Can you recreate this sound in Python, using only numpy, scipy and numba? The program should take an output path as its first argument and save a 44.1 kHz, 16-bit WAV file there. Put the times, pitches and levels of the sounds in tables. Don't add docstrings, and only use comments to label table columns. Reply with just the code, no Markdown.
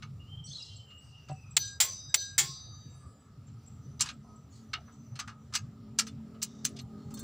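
import sys
import numpy as np
from scipy import signal
from scipy.fft import rfft, irfft, next_fast_len
from scipy.io import wavfile
from scipy.ndimage import uniform_filter1d, map_coordinates
from numba import njit

SR = 44100
rng = np.random.default_rng(int(sys.argv[2]) if len(sys.argv) > 2 else 0)


def magnitude_from_level(level_db):
    exponent = np.asarray(level_db, float) / 20
    return 10 ** exponent


def persist_wave(psi):
    counts = np.round(np.clip(psi, -1, 1) * 32767).astype(np.int16)
    wavfile.write(sys.argv[1], SR, np.atleast_2d(counts).T)


N = 318842
M = next_fast_len(N)
T = np.arange(N) / SR


# start_s, peak_db
SNAPS = [
    (1.5669, -10),
    (1.8022, -10),
    (2.1424, -8),
    (2.38, -10),
]
# low_db, bright_db, top_db, t60_s
BREAK_TONE = (-13, -5.5, -18, 0.0451)
RESET_TONE = (-11.5, -5, -13.5, 0.1544)
# start_s, peak_db, low_db, bright_db, top_db, t60_s
FIRST_CRACK = (1.5678, -7, -19, -12, -30, .015)
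# start_s, peak_db
SNAP_SPIKES = [(1.5693, -9), (1.5765, -14), (1.8023, -15), (1.8094, -12.5), (2.1444, -10.5)]
# freq_hz, density_db (per Hz)
SNAP_COLOUR = [(350, -33.5), (600, -36.5), (820, -19.5), (1050, -27), (2200, -16), (3300, -14),
               (5800, -11.5), (6600, -14), (7300, -2), (7800, -7.5), (8600, -14), (13000, -28.5),
               (15000, -16.5), (15600, -16.5), (16300, -50)]
# freq_hz, width_hz, level_db
SNAP_PEAKS = [(820, 50, 3), (2130, 120, 3), (2800, 200, -4), (3400, 100, 2), (5060, 51, 0.5),
              (6140, 90, 4.5), (6740, 120, 3), (7230, 150, 4.5), (1050, 73, -4)]
# freq_hz, level_db, t60_s
BREAK_RING = [(1615, -18, 1.4), (2697, -34, 0.33), (3219, -30, 0.28), (3758, -13, 0.45), (3817, -12, 0.54),
              (3876, -26, 0.91), (4161, -12, 0.34), (4226, -13, 0.41), (4398, -10, 0.18), (4716, -10, 0.26),
              (4888, -11, 0.59), (5857, -14, 0.41), (6051, 0, 0.33), (7219, -17, 0.34), (7666, -21, 0.4),
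              (15320, -25, 0.2)]
RESET_RING = [(1077, -5, 0.22), (3451, -10, 0.22), (3784, -28, 5.0), (4151, -11, 0.47), (4657, -6, 0.53),
              (4813, -13, 0.69), (4915, -13, 5.0), (5410, -16, 1.1), (5679, -13, 0.75), (5819, -7, 0.23),
              (5997, -1, 0.48), (6083, 0, 0.82), (7817, -14, 0.26), (15320, -6, 0.15)]
LAST_RING = [(1077, -8, 0.38), (1265, -35, 5.0), (3456, -12, 0.44), (3784, -14, 1.9), (3812, -20, .6),
             (4156, -14, 1.0), (4484, -5, 0.29), (4657, -11, 1.8), (4664, -28, 1.0), (4920, -4, 0.6),
             (5410, -12, 0.5), (5469, -14, 0.33), (5685, -1, 0.32), (5873, -12, 0.31), (6002, -20, 0.69),
             (6089, -11, 1.9), (7058, -15, 0.2), (15320, -9, 0.18)]
# level_db, swell_s, pawl_db, damping_s
RINGING = [
    (-31.5, 0.055, -30.5, 0.041),
    (-37, 0.065, -24, 0.014),
    (-30.5, 0.06, -32, 0.02),
    (-35.5, 0.0837, -33, 0.39),
]
# freq_hz, level_db, swell_s
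SLOW_SWELL = (3785, -42, .3)


def wrench():
    snaps = [row + (BREAK_TONE, RESET_TONE)[k % 2] for k, row in enumerate(SNAPS)]
    spikes = [row + FIRST_CRACK[2:] for row in SNAP_SPIKES]
    out = blows(snaps + [FIRST_CRACK] + spikes, SNAP_COLOUR, SNAP_PEAKS,
                rattle_s=0.0033, low_longer=0.21, tail_db=-24.5, tail_t60=0.4, high_faster=0.76,
                usual_db=(-12, -4.5, -15), uneven_db=4.0)
    out = band(out, 790, 16200)
    add(out, .121, magnitude_from_level(-47) * out.copy())
    times = [row[0] for row in SNAPS] + [3.15]
    rings = (BREAK_RING, RESET_RING, BREAK_RING, LAST_RING)
    for k, (level_db, swell_s, pawl_db, damp_s) in enumerate(RINGING):
        length_s = times[k + 1] - times[k]
        add(out, times[k], magnitude_from_level(level_db) * modes(rings[k], length_s, swell_s, damp_s, lead_s=.05))
        add(out, times[k], modes([(15310, pawl_db, .15)], .2, 0.0028))
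    hz, db, swell_s = SLOW_SWELL
    add(out, times[1], modes([(hz, db, 3.0)], times[2] - times[1], swell_s))
    return out


# start_s, peak_db, low_db, bright_db, top_db
KNOCKS = [(0.023, -38, -7, -28.5, -44), (4.008, -13.5, -22, -8, -23.5), (4.0579, -32.5, -7.5, -17, -43),
          (4.0879, -29.5, -11, -24.5, -53), (4.733, -23, -10, -38, -42.5), (5.1554, -39.5, -9, -19, -39),
          (5.1918, -25.5, -6.5, -15, -26), (5.2762, -33, 9.5, -13, -35), (5.538, -26.5, -12, -15, -37.5),
          (5.552, -18, -14, -11, -23), (5.9872, -12, -13.5, -8, -18.5), (6.0679, -35.5, -12.5, -16, -24),
          (6.4262, -20.5, -22.5, -0.5, -2), (6.6503, -17, -23.5, -5, -8.5), (6.765, -41, -28.5, -21, -50),
          (6.788, -37, -24, -24.5, -36)]
# start_s, peak_db, low_db, bright_db
TOUCHES = [(0.901, -54, -11, -35), (1.2855, -43.5, -3.5, -20), (3.4755, -57, -5, -22),
           (3.6303, -67, -8.5, -3), (4.5536, -60.5, -9, -1), (4.8786, -50, 26, -28),
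           (5.293, -48.5, -15, -20), (5.525, -42, 2, -16), (6.345, -52.5, -2.5, -30),
           (7.1059, -49, -6, -7.5), (1.204, -76, 2, -25), (5.981, -43, -11, -11), (6.6455, -31, -18, -15),
           (6.812, -59, -31, 12), (5.301, -57, -2, -19),
           (7.171, -40, -31, -15), (7.1921, -38.5, 1, 15), (3.995, -31, -27, -22.5), (4.002, -32, 0, -17),
         (6.418, -30, -25, -18), (7.139, -41.5, -22, 12)]
# start_s, peak_db, low_db, bright_db
CRACKS = [(4.0155, -15, -20, -9.5), (4.025, -20, -20, -9), (4.089, -31, -17, -16), (4.7384, -21, -10, -17),
          (5.191, -26, -12, -14), (5.197, -28, -12, -12), (5.203, -32, -17, -10), (5.2772, -36.5, -7, -14),
          (5.5412, -28, -16, -18), (5.5522, -15, -22, -9), (5.5545, -12.5, -20, -10),
          (5.5585, -15, -26, -13), (5.991, -14, -21, -10), (5.997, -14.5, -20, -7),
          (6.4292, -15.5, -25.5, -3), (6.6526, -13, -16, -3)]
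# start_s, peak_db, low_db, bright_db, top_db, t60_s
SEATING_CRACK = (4.0085, -12, -40, 0, -32, .014)
# freq_hz, density_db (per Hz)
KNOCK_COLOUR = [(350, -27.5), (600, -9), (1000, -9), (1280, 1), (2000, -4.5), (3000, 0), (4300, 1.5),
                (6200, 1), (6700, -3.5), (7400, -1), (12500, -26), (14900, -27), (15600, -21), (16300, -62)]
# freq_hz, width_hz, level_db
KNOCK_PEAKS = [(1263, 66, 8), (1637, 49, 3.5), (2190, 98, 5), (2850, 135, 5), (4316, 120, 4),
               (4957, 98, 3.5), (6200, 270, 6), (7010, 90, -1), (7500, 180, 5), (3400, 310, -2.5),
               (10590, 130, 10)]
# start_s, peak_db
JINGLES = [(7.1404, -31), (7.1924, -31)]
# freq_hz, level_db, t60_s
JINGLE_MODES = [(3600, -20, 0.19), (4320, -14.5, 0.18), (7240, -16, 0.03), (10300, -14.5, 0.039),
                (13400, -18, .05), (15000, -9, 0.027)]
# start_s, peak_db
THUDS = [(1.295, -25), (1.311, -27.5)]
# freq_hz, level_db, t60_s
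THUD_MODES = [(141.4, 4, 0.2), (306, -1, 0.047), (433, -3, 0.03), (610, 9, 0.033), (757, 0.5, 0.14),
              (970, 3, 0.026)]


def socket():
    faint_top_db = -11.5
    firm = [row + (0.089 + .0011 * row[2],) for row in KNOCKS]
    faint = [row + (row[3] + faint_top_db, 0.11) for row in TOUCHES]
    cracks = [(s, db - 5, low, bright, bright + faint_top_db, .016) for s, db, low, bright in CRACKS]
    usual_db = (-9, -15, -33)
    out = blows(firm + faint + [SEATING_CRACK], KNOCK_COLOUR, KNOCK_PEAKS,
                rattle_s=.004, low_longer=0.35, tail_db=-26.0, tail_t60=0.28, high_faster=0.602,
                usual_db=usual_db, uneven_db=5.0)
    out = band(out, 820, 17000)
    hard = blows(cracks, KNOCK_COLOUR, KNOCK_PEAKS,
                 rattle_s=.002, low_longer=0.27, tail_db=-30, tail_t60=.2, high_faster=.6,
                 usual_db=usual_db, uneven_db=2.0)
    out += band(hard, 1100, 14000)
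    jingle = [(hz, db, min(t60, .15)) for hz, db, t60 in JINGLE_MODES]
    for s, db in JINGLES:
        add(out, s, magnitude_from_level(db - 3.5) * modes(jingle, .1, .001))
    for s, db in THUDS:
        add(out, s, magnitude_from_level(db - 13) * modes(THUD_MODES, 0.15, 0.004))
    return out


# start_s, length_s, low_hz, high_hz, level_db (rms)
RUBS = [(.465, 0.42, 3100, 5700, -58), (.47, 0.38, 4900, 8200, -63), (4.52, 0.16, 3200, 7700, -70),
        (6.43, 0.45, 3300, 6500, -68), (6.97, 0.234, 2770, 7000, -74), (4.03, .11, 900, 5800, -50),
        (1.0, .55, 3800, 6200, -74.5), (5.2, 0.14, 900, 1400, -62), (4.77, 0.065, 300, 1000, -60),
        (1.82, .15, 340, 616, -61), (2.39, .17, 330, 600, -60), (6.76, 0.06, 1900, 5600, -62),
        (1.6, .2, 7100, 7800, -55), (1.59, .15, 3100, 5800, -54), (2.17, .14, 3100, 5800, -56),
        (2.42, .2, 3300, 6300, -60), (4.5, .2, 6800, 7800, -72), (4.92, .08, 6900, 7800, -74),
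        (1.68, .025, 7100, 7900, -56), (2.18, .2, 7100, 7800, -57), (1.92, .03, 8500, 13500, -74),
        (2.43, .2, 7100, 7800, -59), (4.24, .2, 650, 1050, -68), (6.68, .17, 330, 700, -63),
        (4.545, .07, 4100, 4700, -70), (2.15, .08, 330, 600, -62), (1.57, .05, 200, 420, -61),
        (6.65, .04, 1750, 2500, -54), (0.024, .05, 900, 1400, -61), (.6, .25, 3800, 5200, -63)]
# start_s, length_s, level_db (rms)
BOOMS = [(1.3, .1, -53), (2.85, .07, -47), (3.05, .07, -50), (3.37, .07, -51), (3.85, .08, -47),
         (5.6, .12, -50), (6.83, .06, -47), (7.05, .07, -46)]


def rubbing():
    out = np.zeros(N)
    booms = [(s, length_s, 70, 165, db) for s, length_s, db in BOOMS]
    for s, length_s, low_hz, high_hz, db in RUBS + booms:
        count = round(length_s * SR)
        u = np.arange(count) / count
        streaks = magnitude_from_level(5.7 * drift(130, count=SR // 2 + 1))
        grains = irfft(rfft(rng.standard_normal(SR)) * streaks)[:count]
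        grains *= magnitude_from_level(1.67 * drift(90, count=count))
        add(out, s, magnitude_from_level(db + 3.0) * np.sin(np.pi * u ** 0.38) * rms_one(band(grains, low_hz, high_hz)))
    return out


# start_s, pitch_hz, level_db (rms)
CROW = [
    [(.195, 2800, -55), (.21, 2855, -57.5), (.255, 2850, -60.5), (.295, 3120, -58), (.37, 3160, -47.5),
     (.49, 3120, -67)],
    [(.595, 2816, -46.5), (.64, 2850, -73), (.7, 3090, -53.5), (.86, 3090, -64), (1.0, 2920, -72),
     (1.13, 2950, -87)],
    [(.86, 2800, -70), (.915, 2850, -50), (1.05, 2850, -69), (1.11, 2850, -56.5), (1.22, 2770, -62),
     (1.27, 2730, -68), (1.32, 2690, -60), (1.42, 2600, -68), (1.54, 2460, -72.5)],
]
# start_s, length_s, pitch_hz, level_db (rms)
SQUAWK = [(.439, 0.04, 5630, -48.5), (0.44, 0.035, 7760, -51), (0.47, 0.027, 4350, -51),
          (0.484, 0.053, 6200, -50.5), (0.504, 0.023, 3390, -45.5), (0.518, 0.062, 4270, -46),
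          (.515, .05, 8300, -67), (0.53, 0.047, 4060, -44), (0.576, 0.021, 3440, -61),
          (0.58, 0.042, 3900, -42.5), (.612, 0.11, 4030, -57), (0.62, 0.02, 4996, -41.5),
          (0.644, 0.012, 4970, -54), (.6, 0.013, 5600, -52), (0.71, 0.086, 4350, -58)]
# start_s, pitch_hz, level_db (rms)
CHIPS = [(0.758, 7630, -54), (0.979, 7800, -57.5), (1.307, 7850, -54), (1.505, 7740, -54),
         (2.089, 7650, -53.5), (3.465, 7370, -59.5), (3.661, 7500, -56), (4.12, 7610, -63.5),
         (4.356, 7620, -62.5)]
# start_s, length_s, pitch_hz, level_db (rms)
TWITTER = [(.88, 0.11, 7150, -71), (1.012, .12, 8300, -73), (1.015, .072, 8800, -77),
           (2.718, 0.13, 6900, -69), (2.896, 0.074, 7500, -62.5), (2.949, 0.045, 9320, -69),
           (2.985, .17, 7800, -69), (2.995, 0.042, 8600, -67.5), (3.055, 0.087, 9200, -74),
           (3.14, 0.049, 7260, -69.5), (3.194, 0.035, 7930, -66)]
# start_s, length_s, pitch_hz, level_db (rms), roughness (0-1)
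DRONES = [(1.033, 0.99, 5950, -71, 0.26), (1.383, 0.22, 4940, -73, 0.5), (2.458, 0.91, 1703, -77.5, 0.15),
          (2.719, 0.069, 1247, -58, 0.21), (2.902, 0.39, 4883, -78.5, 0.04), (3.009, 0.1, 1202, -58, 0.2),
          (6.808, 0.025, 12820, -65, 0.25), (.25, 0.13, 2830, -73, 0), (.63, .19, 2814, -63, 0.1),
          (4.267, 0.14, 1264, -60.5, 0.1), (4.627, 0.031, 1284, -65, 0), (5.3, 0.096, 1265, -61, 0.16),
          (6.901, 0.14, 1252, -61, .15), (6.327, 0.057, 1265, -62.5, 0), (6.809, 0.16, 796, -65.5, 0.13),
          (7.03, 0.14, 810, -62.5, 0.12), (7.151, 0.035, 1104, -62, 0.25), (1.61, .025, 12900, -58, .1),
          (2.09, .05, 1620, -60.5, 0.3), (7.166, 0.067, 1602, -60.5, 0.23), (4.133, 0.029, 1285, -61, .15)]
# start_s, length_s, pitch_hz, level_db (rms), roughness (0-1)
INSECT = [(3.58, .2, 5940, -73.5, .2), (3.782, .22, 6050, -69.5, .35), (4.22, .11, 6000, -74, 0.27),
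          (4.36, 0.095, 5960, -72, 0.18), (4.626, 0.2, 5940, -72, 0.22), (4.802, 0.46, 6040, -69.5, .35),
          (5.383, .07, 5900, -75.5, .2)]


def birds():
    out = np.zeros(N)
    for syllable in CROW:
        s, hz, db = np.transpose(syllable)
        t = np.arange(s[0], s[-1], 1 / SR)
        edges = np.clip(np.minimum(t - s[0], s[-1] - t) / 0.013, 0, 1)
        level = edges * magnitude_from_level(np.interp(t, s, db) + 3.5 * drift(18, count=len(t)))
        rough = 0.18 + .2 * (t - s[0])
        add(out, s[0], whistle(np.interp(t, s, hz), level, rough))
    for s, length_s, hz, db in SQUAWK:
        rise = 0.045 * np.exp(-(s - SQUAWK[0][0]) / 0.039)
        add(out, s, note(length_s, hz, db, rise, 0.4))
    for s, hz, db in CHIPS:
        add(out, s, note(0.028, hz, db, 0, 0.47))
    for s, length_s, hz, db in TWITTER:
        peak_s = 3.03 if s > 2 else 1.12
        glide = 2.2 * length_s * (peak_s - s - length_s / 2)
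        add(out, s, note(length_s, hz, db, glide, .1))
    for s, length_s, hz, db, rough in DRONES + INSECT:
        tone = note(length_s, hz, db, 0, rough)
        if abs(hz - 6000) < 100:
            count = len(tone)
            tone *= 1 + .85 * np.sin(2 * np.pi * 16 * np.arange(count) / SR + drift(3.0, count=count))
        add(out, s, tone)
    t = np.arange(SR // 2) / SR
    yard = rng.standard_normal(len(t)) * magnitude_from_level(-60 * t / 0.47) * (t > .012)
    echo = band(yard / np.linalg.norm(yard), 500, 9000)
    return out + magnitude_from_level(-7) * signal.fftconvolve(out, echo)[:N]


# start_s, level_db
ENGINE = [(2.9, -66.5), (4.1, -57.5), (5.5, -58.5), (6.05, -49), (6.4, -51.5), (6.65, -47.5), (6.85, -49),
          (7.05, -46.5), (7.23, -44.5)]
# multiple (of the turning rate), level_db
ENGINE_ORDERS = [(1, -36), (2, -11), (3, -8), (4, -5), (5, 4.5), (6, -4.5), (7, -18), (8, -22), (9, -13.5),
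                 (10, -16.5), (13, -22), (14, -26)]


def engine():
    s, db = np.transpose(ENGINE)
    fifth_hz = 221.4 - 16.4 * np.maximum(T - 7.0, 0)
    turn = 2 * np.pi * np.cumsum(fifth_hz / 5) / SR
    level = magnitude_from_level(np.interp(T, s, db) - 2.5) * np.clip((T - s[0]) / 0.29, 0, 1)
    return level * sum(magnitude_from_level(order_db + 4.0 * drift(7.0)) * np.sin(k * turn + 1.21 * drift(12.0))
                       for k, order_db in ENGINE_ORDERS)


# start_s, level_db
TRAFFIC = [(0, -46), (.4, -48), (.8, -53), (2.3, -52), (2.8, -51), (3.2, -57), (3.9, -46.5), (4.5, -55),
           (5.9, -49.5), (6.55, -57.5), (7.0, -49), (7.23, -47.5)]
# freq_hz, density_db (per Hz)
RUMBLE = [(20, -37), (80, -1), (102, 2), (143, 1.5), (179, -12), (222, -10.5), (248, -21.5), (344, -26),
          (520, -50.5)]
MID = [(160, -36), (280, 1), (334, -22), (402, -5.5), (476, -10), (783, -12), (1080, -16.5), (1255, -5),
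       (1460, -19), (2100, -23), (2730, -47.5)]
HISS = [(1800, -16), (2500, -11), (5900, -12), (6550, -21.5), (7000, -11), (7500, -11.5), (8200, -22),
        (9500, -23), (13000, -27), (14800, -20), (15500, -19.5), (15800, -45)]


def background():
    nearness = magnitude_from_level(np.interp(T, *np.transpose(ENGINE)) + 46) * (T > ENGINE[0][0])
    road_db = np.interp(T, *np.transpose(TRAFFIC)) + 2.3 * drift(7.0)
    rumble = magnitude_from_level(road_db) * patchy_noise(RUMBLE, patchy_db=3.0, rate=5.0)
    hum = magnitude_from_level(-68 + 5.5 * nearness) * patchy_noise(MID, patchy_db=2.5, rate=8.0)
    hiss = magnitude_from_level(-74 + 1.0 * drift(1.7)) * patchy_noise(HISS, patchy_db=1.7, rate=6.0)
    return rumble + hum + hiss


def blows(table, colour, peaks, rattle_s, low_longer, tail_db, tail_t60, high_faster, usual_db, uneven_db):
    out, t = np.zeros(N), np.arange(15000) / SR
    hz = (400 + 16000 * np.linspace(0, 1, 220) ** 1.5) * np.exp(rng.normal(0, .004, 220))
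    base = at_hz(colour, hz) + 10 * np.log10(np.gradient(np.sort(hz)) + 30)
    base += sum(db * np.exp(-((hz - peak_hz) / width_hz) ** 2) for peak_hz, width_hz, db in peaks)
    bins = np.fft.rfftfreq(len(t), 1 / SR)
    for s, peak_db, low_db, bright_db, top_db, t60 in table:
        bright = bright_db - usual_db[1]
        tilt = [(1300, low_db - usual_db[0]), (4000, 0), (7800, bright), (12000, bright),
                (14500, top_db - usual_db[2])]
        uneven = rng.normal(0, uneven_db, 220)
        strength = magnitude_from_level(base + at_hz(tilt, hz) + uneven - uniform_filter1d(uneven, size=9))
        start = rng.exponential(rattle_s * min(1, t60 / 0.065), 220)
        loss_db = 60 / (t60 * (4000 / hz) ** low_longer) / SR
        ring = strike(strength, (start * SR).astype(int), magnitude_from_level(-loss_db), 2 * np.pi * hz / SR, count=4500)
        ring *= magnitude_from_level(1.0 * drift(200, count=4500))
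        shape = magnitude_from_level(at_hz(colour, bins) + at_hz(tilt, bins))
        noise = rfft(rms_one(irfft(rfft(rng.standard_normal(len(t))) * shape, len(t))))
        high = irfft(noise * (bins > 8300), len(t))
        low = irfft(noise, len(t)) - high
        tail = low * magnitude_from_level(-60 * t / tail_t60) + high * magnitude_from_level(-60 * t / tail_t60 / high_faster)
        tail *= magnitude_from_level(tail_db + 1.1 * drift(7.6, count=len(t))) * (1 - np.exp(-t / 0.0033))
        add(out, s - .0006, magnitude_from_level(peak_db) * ring / np.abs(ring).max())
        add(out, s, magnitude_from_level(peak_db) * min(1, t60 / 0.12) ** 2 * tail)
    return band(band(out, 520, 16200), 640, 16300)


@njit
def strike(strength, first, pole_r, turn, count):
    out = np.zeros(count)
    for k in range(len(strength)):
        a, b = 2 * pole_r[k] * np.cos(turn[k]), pole_r[k] ** 2
        now, before = strength[k] * np.sin(turn[k]), 0.0
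        for i in range(first[k], count):
            out[i] += before
            now, before = a * now - b * before, now
    return out


def modes(table, length_s, swell_s, damp_s=.02, lead_s=0):
    t = np.arange(round(length_s * SR)) / SR
    x = np.zeros(len(t))
    for hz, db, t60 in table:
        level = magnitude_from_level(db - 60 * (t - lead_s) / t60 + 2.1 * drift(38, count=len(t)))
        x += level * np.sin(2 * np.pi * (hz * t + rng.random()))
    return x * (1 - np.exp(-(t / swell_s) ** 2)) * np.clip((length_s - t) / damp_s, 0, 1)


def whistle(pitch, level, rough):
    count = len(pitch)
    wobble = 250.0 * rough * drift(300, count=count)
    flutter = 1 + rough * drift(60, count=count)
    return level * flutter * np.sin(2 * np.pi * np.cumsum(pitch + wobble) / SR)


def note(length_s, hz, db, glide, rough):
    u = np.arange(round(length_s * SR)) / round(length_s * SR)
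    shape = np.minimum(1, u * length_s / 0.0027) * np.sin(np.pi * (.1 + .9 * u)) ** .5
    return whistle(hz * (1 + glide * np.sin(np.pi * u / 2)), magnitude_from_level(db - 1.0) * shape, rough)


def patchy_noise(spectrum, patchy_db, rate):
    hz = np.fft.rfftfreq(M, 1 / SR)
    inside = (hz > spectrum[0][0]) * (hz < spectrum[-1][0])
    shaped = rfft(rng.standard_normal(M)) * magnitude_from_level(at_hz(spectrum, hz)) * inside
    slices = np.floor(np.log2(hz + 1) * 2)
    kept = np.unique(slices[np.abs(shaped) > 0])
    return rms_one(sum(magnitude_from_level(patchy_db * drift(rate)) * irfft(shaped * (slices == k), M)[:N] for k in kept))


def drift(rate, count=N):
    knots = rng.standard_normal(2000)[:int(count / SR * 2 * rate) + 3]
    coarse = np.arange(0, count + 8, 8)
    smooth = map_coordinates(knots, [coarse * 2 * rate / SR], order=3, mode="nearest")
    return np.interp(np.arange(count), coarse, smooth)


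def band(x, low_hz, high_hz):
    return signal.sosfilt(signal.butter(3, [low_hz, high_hz], "band", fs=SR, output="sos"), x)


def at_hz(points, hz):
    p = np.array(points, float)
    return np.interp(np.log(np.maximum(hz, 1)), np.log(p[:, 0]), p[:, 1])


def rms_one(x):
    return x / np.sqrt(np.mean(x ** 2) + 1e-20)


def add(out, s, x):
    i = round(s * SR)
    out[i:i + len(x)] += x[:N - i]


# freq_hz, level_db
SIDE_DB = [(230, -60), (420, -18.5), (5600, -10.5), (14000, -7)]


def scene():
    air = background()
    mid = wrench() + socket() + rubbing() + birds() + engine() + air
    other_air = air[::-1]
    side = irfft(rfft(other_air, M) * magnitude_from_level(at_hz(SIDE_DB, np.fft.rfftfreq(M, 1 / SR))), M)[:N]
    side *= magnitude_from_level(3.0 * drift(9.0))
    side += magnitude_from_level(-16.5) * np.clip(3 * drift(6.0) - 1.5, 0, 1) * band(other_air, 25, 200)
    flicker = drift(150.0, count=4000)[np.arange(N) % 4000]
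    side += magnitude_from_level(-29) * band(band(mid, 1500, 3500) * flicker, 1200, 4000)
    return np.array([mid + side, mid - side])


def roll_off(x):
    return signal.sosfilt(signal.butter(12, 16760, fs=SR, output="sos"), x)


def record(dry):
    overload = 1.3
    mix = overload * np.tanh(dry / overload)
    return roll_off(mix)


dry = scene()
out = record(dry)
persist_wave(out)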